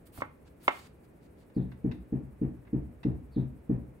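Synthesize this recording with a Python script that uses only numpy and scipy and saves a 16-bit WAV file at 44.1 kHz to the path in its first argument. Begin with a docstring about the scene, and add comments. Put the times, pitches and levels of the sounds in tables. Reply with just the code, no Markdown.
"""A folio case is handled close by in a small room: its cover rubs on the fingers and claps shut twice.
After a faint, thin, bright click, a hand presses a tablet on its stand eight times; each push sets
stand and desk shuddering with a soft thud, and the fingers tick and squeak faintly on the glass.
A low room rumble and a thin, flickering hiss lie under it all."""
import sys
import numpy as np
from scipy import signal
from scipy.fft import rfft, irfft, next_fast_len
from scipy.io import wavfile
from scipy.ndimage import map_coordinates

SR = 44100
rng = np.random.default_rng(int(sys.argv[2]) if len(sys.argv) > 2 else 0)


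def master_out(mix):
    """Clip the mix to full scale and print it as 16-bit PCM to the path in sys.argv[1]."""
    frames = np.transpose(np.atleast_2d(mix))
    ceiling = np.clip(frames, -1, 1)
    pcm = np.round(ceiling * 32767).astype(np.int16)
    wavfile.write(sys.argv[1], SR, pcm)


N = 176400
T = np.arange(N) / SR

# cover hits on the tablet: start_s, level_db, left_minus_right_db, cutoff_hz
COVER_HITS = [(0.176, -28, -11, 1200), (.2058, -26, -6, 1600), (.2198, -5, -2.5, 1730),
              (.2305, -41, 16, 1500), (0.6797, 2.5, -3.5, 9000), (0.6835, -13.5, -2, 7000)]
# cased tablet: pitch_hz, level_db, t60_s
CASE_MODES = [(337, -21.5, 0.019), (576, -16.5, 0.015), (850, -39, 0.11), (1135, 0, .0058),
              (1134, -37, .18), (1312, -32.5, 0.098), (1590, -36, 0.1), (1770, -13.5, 0.012),
              (1834, -43.5, 0.19), (2097, -15, 0.022), (2105, -45, 0.13), (2936, -26, 0.019),
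              (3860, -32.5, 0.0074)]
# noisy edge of a clack: freq_hz, level_db
CRACK_SPECTRUM = [(100, -18), (300, -4), (1100, 9), (2500, -19), (3300, -6), (4500, -24.5), (8000, -32.5),
                  (16000, -51)]
# clack off desk and walls: delay_s, level_db
REFLECTIONS = [(.011, -16), (.0295, -23)]
# pushes on the tablet: start_s, level_db
TABLET_PUSHES = [(1.5610, -2), (1.8400, -2), (2.1201, -3), (2.4109, -2), (2.7262, -2), (3.0464, -0.5),
                 (3.36, -1.45), (3.6912, 0)]
# stand and desk: pitch_hz, level_db, swell_s, t60_s, left_minus_right_db
STAND_MODES = [(61.46, -28.5, 0.097, 0.043, -0.5), (85, -28.5, .017, 0.014, -1),
               (132.7, -24.5, 0.035, 0.26, 5), (187.3, -22, 0.0041, 0.21, 1),
               (216.95, -21.5, 0.015, 0.1, -1.5), (234.26, -22.5, 0.0347, 0.04, 0.5),
               (312.64, -20, 0.02213, 0.027, -2), (333.35, -25, 0.0063, .14, 2),
               (387.7, -33, 0.0048, 0.22, -3.5), (430.4, -30, 0.0097, 0.07, 6),
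               (793.5, -45.5, 0.011, 0.08, -17.5)]
# rattle in a thud: freq_hz, level_db
RATTLE_SPECTRUM = [(100, -22), (500, 9), (900, -2), (1300, -13), (1700, -15.5), (1854, -7.5), (2000, -21),
                   (2400, -17), (5000, -52)]
# room's uptake of a thud: freq_hz, gain_db
THUD_ROOM_GAIN = [(30, -15), (62, 5.5), (130, -5.5), (190, -3.5), (400, 0.5)]
# cover strokes on skin: start_s, length_s, hiss_db, rasp_db
STROKES = [(0.05, 0.024, -56.5, -61), (0.118, 0.067, -56.5, -61), (0.172, 0.043, -62.5, -55),
           (0.445, 0.037, -87, -65), (0.595, 0.098, -69, -64), (0.627, 0.026, -52, -73.5),
           (0.686, .11, -65, -59), (0.778, 0.094, -73.5, -61), (1.026, 0.026, -71, -68.5),
           (1.197, .07, -91, -74), (1.351, 0.083, -93.5, -73.5)]
# hiss of a stroke: freq_hz, level_db
HISS_SPECTRUM = [(500, -32), (3000, -3), (6000, -19), (8500, 5), (13000, 2), (16000, 3)]
# rasp of a stroke: freq_hz, level_db
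RASP_SPECTRUM = [(200, -5.5), (700, 3.5), (1400, 2), (3800, -2), (4600, -0.5), (5500, -6.5), (8000, -6.5),
                 (16000, -30)]
# hands on the case: start_s, level_db
HAND_BUMPS = [(0.013, -56), (0.185, -38.5), (0.2262, -48.5)]
# hand bump: freq_hz, level_db
BUMP_SPECTRUM = [(25, -15), (60, 0), (130, 5.5), (230, -3), (400, -15), (750, -8), (1200, -27), (4000, -73)]
# a faint, thin, bright click, then small finger and tablet noises: start_s, level_db, length_s, cutoff_hz
FAINT_CLICKS = [(1.499, -65.5, 0.0028, 15000), (1.7164, -56.5, 0.0072, 7000), (1.9132, -49, 0.0092, 12000),
                (2.649, -63.5, 0.0077, 2300), (2.67, -62, 0.0096, 2600), (3.0312, -50, 0.0095, 12000)]
# faint click: freq_hz, level_db
CLICK_SPECTRUM = [(300, -8.5), (1000, 2), (1300, -7.5), (1650, 3.5), (1870, -1.5), (2050, 4), (2350, -9),
                  (2650, 2.5), (3100, -16), (3650, -3.5), (4000, -11), (4500, -12.5), (7500, -31),
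                  (15000, -34)]
# skin squeaking on glass: start_s, level_db
GLASS_SQUEAKS = [(1.539, -73), (3.313, -69)]
# glide of a squeak: elapsed_s, pitch_hz
SQUEAK_GLIDE = [(0, 4400), (.017, 4650), (.038, 4200), (.052, 3680), (.11, 3650)]
# room rumble: freq_hz, level_db
RUMBLE_SPECTRUM = [(15, -59.5), (25, -20.5), (45, -9), (66, -2), (100, -6), (150, -5.5), (300, -9),
                   (500, -12.5), (750, -21), (1200, -27), (2400, -32.5), (3200, -43), (5000, -48),
                   (16000, -57.5)]
# background hiss: freq_hz, level_db
AIR_SPECTRUM = [(1000, -22.5), (4000, -13), (6500, -5.5), (8500, 5), (15500, 1)]
# left-right likeness in the room: freq_hz, correlation
COHERENCE = [(60, 0.96), (250, 0.84), (700, 0.051), (2000, 0.13), (5000, 0.14), (8000, 0.79), (11000, 1)]
# room decay: freq_hz, t60_s
ROOM_DECAY = [(60, 0.71), (200, 0.49), (500, 0.32), (1500, 0.27), (4000, 0.35), (12000, 0.14)]


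def clacks():
    """The cover slaps the tablet: a short crack, damped modes and a faint longer ring."""
    contact_s, low_cut_hz = 0.0004, 260  # padded cover; the small case radiates no bass
    out, t = np.zeros((2, N)), stereo_time(SR // 4, left_lag_s=0.00018)
    ring = sum(amp(db) * fade(t, t60_s) * np.sin(2 * np.pi * hz * t) for hz, db, t60_s in CASE_MODES)
    ring *= 1 - np.exp(-(t / contact_s) ** 2)
    crunch = amp(-19) * noise(CRACK_SPECTRUM)
    for start_s, db, side_db, cutoff_hz in COVER_HITS:
        crack = crunch[:, round(start_s * SR):][:, :t.shape[1]] * burst(t, contact_s, 0, t60_s=0.033)
        slap = amp(db) * pan(side_db) * butter(ring + crack, cutoff_hz)
        add(out, start_s, slap)
        for delay_s, echo_db in REFLECTIONS:
            add(out, start_s + delay_s, amp(echo_db) * slap)
    out = butter(out, low_cut_hz, "highpass")
    return out + room(out, wet_db=-14.5)


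def thuds():
    """Each push swells the modes of stand and desk, with a faint rattle; the hand then damps them."""
    out, t = np.zeros((2, N)), stereo_time(SR // 2, left_lag_s=0.00028)
    hand_damping = fade(t - 0.073, t60_s=0.02)
    modes = []
    for hz, db, swell_s, t60_s, side_db in STAND_MODES:
        envelope = np.minimum(t / swell_s, 1) ** 1.82 * fade(t - swell_s, t60_s) * hand_damping
        modes.append(pan(side_db) * amp(db) * envelope * np.sin(2 * np.pi * hz * t))
    for start_s, db in TABLET_PUSHES:
        scatter_db = rng.standard_normal(len(modes))
        thud = np.tensordot(amp(db + scatter_db), modes, 1)
        reverb = room(thud, wet_db=-14.5, gap_s=0.017)
        add(out, start_s, thud + filtered(reverb, lambda hz: amp(along(THUD_ROOM_GAIN, hz))))
    out = butter(out, cutoff_hz=547, order=4)  # a soft hand excites no treble
    rattle_gain = sum(amp(db - 50.5) * burst(T - s, 0.014, 0.044, t60_s=0.45) for s, db in TABLET_PUSHES)
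    return out + rattle_gain * noise(RATTLE_SPECTRUM)


def handling():
    """The cover slides over skin in short rough strokes; the hands bump the case."""
    right, rough_db = pan(-0.5), 0.5
    hiss, rasp = noise(HISS_SPECTRUM), right * noise(RASP_SPECTRUM)
    rasp *= unit(amp(rough_db * wobble(600)))  # skin catches and lets go
    rubs = sum(burst(T - s, 0.037, length_s, t60_s=0.046) * (amp(hiss_db) * hiss + amp(rasp_db) * rasp)
               for s, length_s, hiss_db, rasp_db in STROKES)
    bump_gain = sum(amp(db) * burst(T - s, 0.0012, 0.0044, t60_s=0.046) for s, db in HAND_BUMPS)
    bumps = right * bump_gain * noise(BUMP_SPECTRUM)
    out = rubs * amp(rough_db * (wobble(300) + wobble(60))) + bumps
    return out + room(out, wet_db=-12.5)


def clicks_and_squeaks():
    """Faint clicks, bright or dull, and rough, falling squeaks of skin slipping on the glass."""
    jitter_hz, jitter_db = 330, 3
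    click_noise = noise(CLICK_SPECTRUM)
    out = sum(butter(click_noise * amp(db) * burst(T - s, 0.0012, length_s, t60_s=0.037), cutoff_hz)
              for s, db, length_s, cutoff_hz in FAINT_CLICKS)
    for start_s, db in GLASS_SQUEAKS:
        pitch_hz = np.interp(T - start_s, *np.transpose(SQUEAK_GLIDE)) + jitter_hz * wobble(1500)
        grip = unit(amp(jitter_db * wobble(500)))
        envelope = burst(T - start_s, 0.018, 0.086, t60_s=0.21)
        out += amp(db) * grip * envelope * np.sin(2 * np.pi * np.cumsum(pitch_hz) / SR)
    return out + room(out, wet_db=-8)


def room(x, wet_db, gap_s=0.0027):
    """Reverberation: starts after a gap, each frequency dying at its own rate."""
    hz, t, spectra = signal.stft(widen(rng.standard_normal((2, SR // 2))), SR, nperseg=256)
    tail = signal.istft(spectra * fade(t, along(ROOM_DECAY, hz)[:, None]), SR, nperseg=256)[1]
    tail *= np.clip(T[:tail.shape[1]] / gap_s - 1, 0, 1)
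    tail /= np.linalg.norm(tail, axis=1, keepdims=True)
    return amp(wet_db) * signal.fftconvolve(x, tail, axes=1)[:, :x.shape[1]]


def background():
    """Steady room rumble and a thin hiss that flickers."""
    flicker_db, flicker_hz = 3.5, 13
    rumble = amp(-56) * noise(RUMBLE_SPECTRUM)
    hiss_db = -80.5 + flicker_db * np.sin(2 * np.pi * flicker_hz * T + wobble(1.8))
    return rumble + amp(hiss_db) * noise(AIR_SPECTRUM)


def amp(db):
    """Decibels to gain."""
    return 10 ** (np.asarray(db) / 20)


def unit(x):
    """Scale to rms 1."""
    return x / np.sqrt(np.mean(x ** 2) + 1e-20)


def along(points, hz):
    """Interpolate (freq_hz, value) points on a log axis."""
    freq_hz, values = np.transpose(points)
    return np.interp(np.log(hz + 1), np.log(freq_hz + 1), values)


def fade(t, t60_s):
    """Full until t = 0, then exponential decay."""
    return np.exp(-np.log(1000) * np.maximum(t, 0) / t60_s)


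def burst(t, rise_s, length_s, t60_s):
    """Linear rise; decay from length_s on."""
    return np.clip(t / rise_s, 0, 1) * fade(t - length_s, t60_s)


def pan(db):
    """Stereo gains for a left-minus-right level."""
    return amp(np.array([[db], [-db]]) / 2)


def stereo_time(samples, left_lag_s):
    """Seconds since arrival, left and right."""
    return np.maximum(T[:samples] - np.array([[left_lag_s], [0]]), 0)


def wobble(rate_hz):
    """Smooth random curve, knots at rate_hz."""
    return map_coordinates(rng.standard_normal(int(N * rate_hz / SR) + 4), [T * rate_hz])


def butter(x, cutoff_hz, kind="lowpass", order=2):
    """Maximally flat filter."""
    return signal.sosfilt(signal.butter(order, cutoff_hz, kind, fs=SR, output="sos"), x)


def filtered(x, response):
    """Apply a frequency response."""
    size = next_fast_len(x.shape[-1] + 8192)
    return irfft(rfft(x, size) * response(np.fft.rfftfreq(size, 1 / SR)), size)[..., :x.shape[-1]]


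def widen(pair):
    """Two independent noises to stereo with the room's coherence."""
    def weights(hz):
        angle = np.arccos(np.clip(along(COHERENCE, hz), -1, 1)) / 2
        return np.array([np.cos(angle), np.sin(angle)])
    mid, side = filtered(pair, weights)
    return np.array([mid + side, mid - side])


def noise(spectrum):
    """Coloured stereo noise, rms 1."""
    return unit(filtered(widen(rng.standard_normal((2, N))), lambda hz: amp(along(spectrum, hz))))


def add(track, start_s, sound):
    """Mix a sound in at start_s."""
    part = track[:, round(start_s * SR):][:, :sound.shape[-1]]
    part += sound[..., :part.shape[-1]]


def scene():
    """Case, stand, clicks and squeaks over the background."""
    return clacks() + handling() + thuds() + clicks_and_squeaks() + background()


def record(dry):
    """Hard band limit."""
    return filtered(dry, lambda hz: hz < 15800)


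dry = scene()
out = record(dry)
master_out(out)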